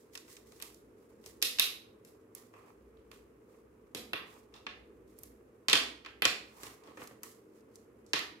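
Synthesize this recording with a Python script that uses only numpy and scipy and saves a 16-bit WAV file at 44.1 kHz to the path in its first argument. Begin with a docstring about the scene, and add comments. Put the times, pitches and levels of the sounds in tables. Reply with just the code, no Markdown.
"""Over a dull steady rumble and a wavering low hum, hollow plastic toy cutlery ticks and taps in a small bare room.
Hands pull pieces from a bunch and lay them on a table: each contact is a crack plus a noise rattle through modes.
Soft noise swells around the ticks, fluttering bright and grainy dull, dying away at about the room's rate.
Decaying noise gives the echoes, filtered noise the rumble and hum. Two spaced microphones, the right one nearer."""
import sys
import numpy as np
from scipy import signal
from scipy.fft import rfft, irfft
from scipy.io import wavfile

SR = 44100
rng = np.random.default_rng(int(sys.argv[2]) if len(sys.argv) > 2 else 0)


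def pcm_store(signal):
    """Save signal as 16-bit PCM."""
    levels = np.round(np.clip(np.atleast_2d(signal), -1, 1) * 32767)
    wavfile.write(sys.argv[1], SR, levels.astype(np.int16).T)


N = 370440

# Plastic contacts. Each row: start in s, bowl level in dB before resonances, then relative to the bowl
# table thud in dB, hollow handle in dB, bright tick in dB, top edge in dB; then left minus right in dB, room send in dB.
CONTACTS = [(0.153, -44, -33, -11.5, -1.5, -4, -1, -8), (0.1753, -53, -24, -8, 9.5, -2, -6, -7.5),
            (0.28, -73, -9, 11, 12, -3, 2, -3), (0.3669, -56.5, -22, -7, 5, -6, -2, -10),
            (0.521, -67.5, 9.5, -1, 9, 2, -1, -3.5), (0.6003, -57.5, -21, -1.5, -3, 5, 3, -20),
            (0.6154, -55, -25, -20, 2, -8, -8, -17), (0.6235, -45, -15.5, -16, 2.5, 7.5, -5, -6),
            (0.745, -68, 0.5, -30, 10.5, 12, -3, -2.5), (1.24, -64.5, -13.5, -10.5, -1, -8.5, -2, -7.5),
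            (1.261, -54.5, 0, -15, 7.5, 4.5, -1, -11), (1.4174, -47, -11, -11.5, 4.5, -7.5, 3, -1.5),
            (1.4253, -24, -22, -23.5, -3.5, 0, -3, 1), (1.586, -33.5, -34.5, -12, -7, -14, 0, -2.5),
            (1.5963, -20, -28, -22.5, -12, -0.5, -5, 0.5), (2.049, -68.5, -2, -8.5, 9, 13, 1, 1),
            (2.3501, -67, -8, -2, 14.5, 27, -6, -13), (2.5382, -79.5, 4, 22, 9, -18, 2, 3),
            (2.971, -72, 6, -18, -15, -19, -6, 2), (3.115, -56.5, -26, -4.5, -3, -2, -7, -3.5),
            (3.9479, -39, -1, -16.5, -3, -0.5, -2, 2.5), (4.133, -34.5, -5, -3.5, -46, -8, -1.5, -0.5),
            (4.54, -53.5, -13, -19, -7, -20, -1, 2.5), (4.563, -61, -8, -9, -5, -20, -5, -8),
            (4.666, -40, -9.5, -3.5, -17, -26, -1, -2), (5.188, -71, -3.5, -17.5, 6, 23.5, -7, -5),
            (5.234, -68, 9, -8, 16.5, 26, -2, -7.5), (5.6841, -25, -15.5, -11.5, -2.5, -12.5, -1.5, 1),
            (5.6983, -26, -21, -16, -10.5, -10, -4, -2.5), (5.7302, -17, -15.5, -11.5, -5.5, -14, -0.5, 0),
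            (5.7539, -32.5, -22.5, -6.5, -4.5, -15, -9, -5), (6.0485, -51.5, -11.5, -4, -12, -24, -3, -1),
            (6.061, -48.5, -19, 1.5, -9, -16.5, -3, -2.5),
            (6.2209, -27, -11.5, -5.5, -26.5, -4.5, -1.5, 1.5),
            (6.253, -19.5, -16.5, -11.5, -3.5, -17.5, -1.5, -3.5),
            (6.6332, -52, 1.5, -1.5, 7.5, 4.5, -2, -0.5), (6.6671, -53.5, 4.5, -3, 1, 1, -1, -3),
            (6.837, -67.5, -1.5, -10, 3.5, -9, -3, 6), (6.8742, -65, 14, -3, -9, -13, -1, 4.5),
            (6.9722, -65, 15.5, 15, 8, -11, 0, 4), (7.0177, -60.5, 15.5, 11, -5, -15, 0, -4),
            (7.0736, -59, -15, -23, 8.5, 8.5, -3, -7), (7.1106, -70.5, 20, 9, 0, -10, -1, -2),
            (7.2329, -60.5, -4, 10, 19, 19.5, 0, -6), (7.607, -81.5, -10, -20, 11, 4, 1, -12),
            (7.7567, -77.5, -9.5, -23.5, 27, 19.5, -1.5, -7.5), (8.064, -78, 11, -9.5, 17, 2, -7, 5),
            (8.1335, -24.5, -12.5, -10, -7.5, -16, -1.5, 1), (8.191, -40.5, -39, -7, -19, -4.5, -10, 0.5)]
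# Clusters of modes too dense to tell apart in thin damped plastic, in the order thump, thud, handle, stem, bowl,
# bright tick, top edge. Each row: low edge in Hz, high edge in Hz, t60 in s, share alike in both microphones 0-1.
MODE_CLUSTERS = [(70, 210, 0.29, 0.93), (193, 564, 0.058, 0.98), (636, 1765, 0.097, 0.2),
                 (1750, 2900, 0.051, 0.03), (2930, 4940, 0.022, 0.2), (4960, 8600, 0.029, 0),
                 (8800, 14000, 0.015, 0.4)]
# Clearest modes of the piece in hand: knife, spoon, ladle, fork.
# Each row: in hand from s, three mode frequencies in Hz, their mean resonance gains in dB.
FREE_MODES = [(0, 2610, 3750, 5170, -5, -1, -4), (2.8, 1750, 2620, 3440, -18, -5, -6.5),
              (5.0, 2550, 3110, 4300, -7.5, -6, -7.5), (6.5, 1874, 3070, 4304, -8, -11.5, -10)]
# Table top under the toys. Each row: frequency in Hz, width in Hz, resonance gain in dB.
TABLE_MODES = [(113, 40, 1), (310, 43, 3), (420, 67, -2), (1106, 240, 4)]
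FREE_MODE_WIDTH_HZ, RING_SPREAD_DB = 290, 2  # how strongly the free modes ring varies from contact to contact
THUMP_RE_THUD_DB = -12
STEM_FOLLOWS_HANDLE, STEM_OFFSET_DB = 0.6, 5  # share of the handle's dB, then offset
CRACK_RE_RATTLE = 4  # amplitude ratio at the microphones
RATTLE_TO_ROOM = 0.045  # rattle amplitude beside the unit crack sent to the walls; makes each tail's colour uneven
LEFT_LAG_S = 0.00016


def taps():
    """Contacts: a crack and short rattle excite every mode cluster; returns left, right and room-send rows."""
    start_s, bowl_db, thud_db, handle_db, bright_db, edge_db, pan_db, room_db = np.transpose(CONTACTS)
    stem_db = STEM_OFFSET_DB + STEM_FOLLOWS_HANDLE * handle_db
    cluster_db = [thud_db + THUMP_RE_THUD_DB, thud_db, handle_db, stem_db, 0, bright_db, edge_db]
    t = np.arange(SR // 14) / SR
    own, right = np.moveaxis(rng.standard_normal((len(start_s), 2, len(t))), 1, 0)
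    ring_db = RING_SPREAD_DB * rng.standard_normal((len(start_s), 3))
    crack = np.broadcast_to(t == 0, own.shape)
    sound = 0
    for k, ((low_hz, high_hz, t60_s, share), colour_db) in enumerate(zip(MODE_CLUSTERS, cluster_db)):
        left = share * right + np.sqrt(1 - min(share, 1) ** 2) * own
        at_left = left + CRACK_RE_RATTLE * crack
        at_right = right + CRACK_RE_RATTLE * crack
        to_room = crack + RATTLE_TO_ROOM * own
        dying = np.array([at_left, at_right, to_room]) * from_db(-60 * t / t60_s)
        band = bandpass(dying + 1e-18, low_hz, high_hz)
        level = np.sqrt(np.sum(band ** 2, axis=2, keepdims=True) / (SR * 0.002))  # energy as if spread over 2 ms
        sign = (-1) ** k  # alternates so that neighbouring clusters join
        sound = sound + sign * band / level * from_db(bowl_db + colour_db)[:, None]
    out = np.zeros((3, N + SR))
    path_gains = from_db([pan_db / 2, -pan_db / 2, room_db])
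    for k, at_s in enumerate(start_s):
        piece = [row for row in FREE_MODES if row[0] <= at_s][-1]
        free = [(hz, FREE_MODE_WIDTH_HZ, db + extra) for hz, db, extra in zip(piece[1:4], piece[4:], ring_db[k])]
        ringing = add_resonances(sound[:, k], free)
        for path, lag_s in enumerate([LEFT_LAG_S, 0, 0]):
            i = round((at_s + lag_s) * SR)
            out[path, i:i + len(t)] += path_gains[path, k] * ringing[path]
    return add_resonances(out[:, :N], TABLE_MODES)


# Soft noise swells around the ticks. Each row: time of full level in s, rise in s, hold in s,
# nominal bright level in dB, nominal dull level in dB.
SWELLS = [(0.0, .01, 0.033, -71, -91), (0.136, 0.024, 0.049, -60, -73), (0.306, .06, 0.011, -54.5, -75),
          (0.471, 0.035, 0.11, -65.5, -86), (0.621, 0.027, 0.035, -55.5, -62), (1.025, 0.2, .0, -74, -75.5),
          (1.102, 0.045, .0, -75, -76), (1.272, 0.085, 0.0052, -58, -68), (2.068, 0.031, .0, -66.5, -80),
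          (2.362, 0.019, 0.0031, -56.5, -62.5), (2.54, 0.031, 0.16, -73.5, -63),
          (3.119, 0.018, 0.037, -67, -73), (3.497, 0.14, 0.077, -77, -74.5),
          (4.27, 0.044, 0.0092, -68, -62), (4.302, .02, 0.073, -66.5, -64),
          (4.556, 0.068, 0.0043, -70, -58.5), (5.081, .03, 0.019, -73, -90.5),
          (5.191, 0.054, .0, -66.5, -78.5), (5.238, 0.017, 0.0074, -63.5, -78.5),
          (6.64, 0.22, 0.032, -54, -55), (6.886, 0.14, .0, -71, -56.5), (7.022, 0.11, 0.0086, -57, -60),
          (7.241, 0.021, 0.02, -54, -69), (7.565, 0.13, .0, -72.5, -78), (7.755, 0.093, .0, -69.5, -89)]
# Bright noise colour. Each row: frequency in Hz, relative density in dB.
BRIGHT_COLOUR = [(1180, -28), (2000, -5), (2620, -16.5), (2860, -12.5), (4820, -9), (7770, -8),
                 (16000, -13.5)]
# Dull noise colour. Each row: frequency in Hz, relative density in dB.
DULL_COLOUR = [(350, -45), (600, -4.5), (914, -5), (1220, -7.5), (1390, -13), (2560, -11.5), (4000, -33),
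               (5200, -43.5), (8800, -120)]
BRIGHT_DECAY_DB_PER_S, DULL_DECAY_DB_PER_S = 150, 168.5  # about the room's own rate
BRIGHT_FLOOR_DB, DULL_FLOOR_DB = -84, -77.5  # nominal level between swells


def noise_swells():
    """Soft noise around the ticks: a fluttering bright part and a grainy dull part with the table resonances."""
    bright_db, dull_db = np.transpose(SWELLS)[3:]
    bright = rms_one(diffuse_noise(N, BRIGHT_COLOUR)) * from_db(1.7 * drift(60))
    bright = bright * swell_gain(bright_db, BRIGHT_DECAY_DB_PER_S, BRIGHT_FLOOR_DB)
    grainy = diffuse_noise(N, DULL_COLOUR) * grains()
    dull = rms_one(add_resonances(grainy, TABLE_MODES)) * from_db(1.0 * drift(40))
    dull = dull * swell_gain(dull_db, DULL_DECAY_DB_PER_S, DULL_FLOOR_DB)
    return (bright + dull) * from_db([[-1.5], [1.5]])  # left, right


ONSET_DB = 27  # slope of the onset: this many dB per rise time


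def swell_gain(peaks_db, decay_db_per_s, floor_db):
    """Gain over time: each swell grows, holds and dies away at a steady dB rate over a floor; powers add."""
    t = np.arange(N) / SR
    power = from_db(2 * floor_db)
    for (full_s, rise_s, hold_s, *_), peak_db in zip(SWELLS, peaks_db):
        before_db = ONSET_DB * np.maximum(full_s - t, 0) / max(rise_s, 0.002)
        after_db = decay_db_per_s * np.maximum(t - full_s - hold_s, 0)
        below_db = np.minimum(before_db + after_db, 90)
        power = power + from_db(2 * (peak_db - below_db))
    return np.sqrt(power)


GRAINS_PER_S, GRAIN_DECAY_S = 180, 0.002
GRAIN_MIN_DB, GRAIN_SPREAD_DB = -4, 4.0  # smallest grain against the steady gain, scale of the excess


def grains():
    """Short decaying gain bumps of uneven size at random moments over a steady gain."""
    sizes = from_db(GRAIN_MIN_DB + GRAIN_SPREAD_DB * np.minimum(rng.exponential(1, N), 4))
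    bumps = sizes * (rng.random(N) < GRAINS_PER_S / SR)
    decay = np.exp(-1 / (GRAIN_DECAY_S * SR))
    return rms_one(1 + signal.lfilter([1], [1, -decay], bumps))


# Reverberation time. Each row: frequency in Hz, t60 in s.
ROOM_T60 = [(200, 0.87), (530, 0.53), (1390, 0.43), (3680, 0.39), (9700, 0.35)]
# Echo colour, also the hum's source noise. Each row: frequency in Hz, relative density in dB.
ROOM_COLOUR = [(100, -11.5), (250, -3), (600, 0.5), (1500, 1.5), (4000, 2.5), (7000, 0.5), (9000, 0),
               (11000, 1.5), (16000, -1)]
ROOM_GAIN_DB = -37
WALLS_S, EARLY_DB = 0.023, -6.5  # time until the walls answer, gain of the first echoes


def room(x):
    """Reverberation: thin echoes off table and toys, then the walls answer and die away band by band."""
    t = np.arange(SR) / SR
    edges_hz = 100 * 2 ** np.arange(0, 7.6, 0.5)
    noise = diffuse_noise(SR, ROOM_COLOUR)
    tail = 0
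    for k, (low_hz, high_hz) in enumerate(zip(edges_hz, edges_hz[1:])):
        t60_s = at_hz(ROOM_T60, np.sqrt(low_hz * high_hz))
        tail = tail + (-1) ** k * bandpass(noise, low_hz, high_hz) * from_db(-60 * t / t60_s)
    build_up = from_db(EARLY_DB * np.clip(1 - t / WALLS_S, 0, 1) ** 0.23)
    return from_db(ROOM_GAIN_DB) * signal.fftconvolve(x[None], tail * build_up, axes=1)[:, :N]


# Steady rumble colour. Each row: frequency in Hz, relative density in dB.
RUMBLE_COLOUR = [(15, -59), (25, -19), (36, -22.5), (53, -18), (145, -13), (256, -4.5), (373, -4),
                 (416, -0.5), (503, -5), (734, -18.5), (1230, -17.5), (2610, -29), (4370, -43),
                 (11900, -37.5), (16000, -56.5)]
# Standing waves between the walls. Each row: frequency in Hz, width in Hz, resonance gain in dB.
ROOM_MODES = [(105, 28, 10.5), (180, 4.7, -1.5), (217, 12, 4.5), (252, 12, 1), (310, 16, 2), (342, 7.6, -2),
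              (384, 18, -0.5), (439, 20, 3.5), (475, 8.2, 1)]
# Wavering hum near 60 Hz. Each row: time in s, level in dB before the left-right tilt.
HUM_LEVEL = [(0.0, -77), (1.42, -71), (1.45, -69), (2.43, -87.5), (2.95, -64.5), (3.41, -74.5),
             (5.26, -65.5), (5.69, -84.5), (5.76, -67), (7.51, -83), (8.26, -71.5), (8.4, -80)]
RUMBLE_DB = -60  # mean, before the left-right tilt


def background():
    """Rumble is gently swelling noise with standing-wave resonances; hum is noise in a narrow band."""
    rumble = rms_one(add_resonances(diffuse_noise(N, RUMBLE_COLOUR), ROOM_MODES))
    rumble = rumble * from_db(RUMBLE_DB + 0.5 * drift(1.0))
    hum = rms_one(bandpass(diffuse_noise(N, ROOM_COLOUR), 54, 68))
    hum = hum * from_db(in_time(HUM_LEVEL)[0])
    return (rumble + hum) * from_db([[-0.4], [0.4]])  # left, right


# Left-right likeness of diffuse sound. Each row: frequency in Hz, correlation 0-1.
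LIKENESS = [(100, .93), (350, 0.94), (600, 0.29), (1200, 0.), (16000, 0.064)]


def diffuse_noise(size, spectrum):
    """Coloured stereo noise, strongly alike in both microphones only in the bass."""
    hz = np.maximum(np.fft.rfftfreq(size, 1 / SR), 1)
    mid, side = rfft(rng.standard_normal((2, size))) * from_db(at_hz(spectrum, hz))
    alike = np.clip(at_hz(LIKENESS, hz), 0, 1)
    return irfft(np.sqrt(1 + alike) * mid + np.sqrt(1 - alike) * side * [[1], [-1]], size)


def add_resonances(x, modes):
    """The sound plus parallel two-pole resonances (Hz, width Hz, gain dB)."""
    out = x
    for hz, width_hz, gain_db in modes:
        r = np.exp(-np.pi * width_hz / SR)
        zeros = [(1 - r * r) / 2, 0, (r * r - 1) / 2]
        poles = [1, -2 * r * np.cos(2 * np.pi * hz / SR), r * r]
        out = out + from_db(gain_db) * signal.lfilter(zeros, poles, x + 1e-18)
    return out


def bandpass(x, low_hz, high_hz):
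    """Butterworth band of the sound."""
    return signal.sosfilt(signal.butter(2, [low_hz, high_hz], "band", fs=SR, output="sos"), x)


def drift(corner_hz):
    """Random wander with spread 1: noise through two equal poles, run at SR / 40."""
    r = np.exp(-80 * np.pi * corner_hz / SR)
    slow = signal.lfilter([1], [1, -2 * r, r * r], rng.standard_normal(N // 40 + 2002))[2000:]
    return np.interp(np.arange(N) / 40, np.arange(len(slow)), rms_one(slow))


def from_db(db):
    """Gain of a level in dB."""
    return 10 ** (np.asarray(db) / 20)


def rms_one(x):
    """Scaled to rms 1."""
    return x / np.sqrt(np.mean(x ** 2) + 1e-20)


def in_time(rows):
    """Curve columns at every sample."""
    s, *columns = np.transpose(rows)
    return [np.interp(np.arange(N) / SR, s, c) for c in columns]


def at_hz(points, hz):
    """A (Hz, value) table read on a log frequency axis."""
    table_hz, values = np.array(points).T
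    return np.interp(np.log(hz), np.log(table_hz), values)


def scene():
    """Contacts and soft noise swells, their echoes and the background."""
    contacts, swells = taps(), noise_swells()
    echoes = room(contacts[2] + 0.17 * swells[1]) * from_db([[-1.5], [1.5]])
    return contacts[:2] + swells + echoes + background()


# Dip of the microphone ports. Each row: frequency in Hz, width in Hz, removed share in dB.
PORT_DIP = [(9000, 620, -8.5)]
HISS_DB, HISS_FROM_HZ = -85, 9200  # self-noise: white level before the high-pass, its corner
STOPBAND_HZ = 16800


def record(dry):
    """Microphones hiss faintly, dip near 9 kHz and lose the deepest bass; the top is cut steeply."""
    hiss_filter = signal.butter(2, HISS_FROM_HZ, "high", fs=SR, output="sos")
    hiss = signal.sosfilt(hiss_filter, rng.standard_normal(dry.shape))
    dipped = 2 * dry - add_resonances(dry, PORT_DIP)  # subtracts the resonance
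    noisy = dipped + from_db(HISS_DB) * hiss
    thinned = signal.sosfilt(signal.butter(1, 20, "high", fs=SR, output="sos"), noisy)
    return signal.sosfilt(signal.cheby2(16, 90, STOPBAND_HZ, fs=SR, output="sos"), thinned)


dry = scene()
out = record(dry)
pcm_store(out)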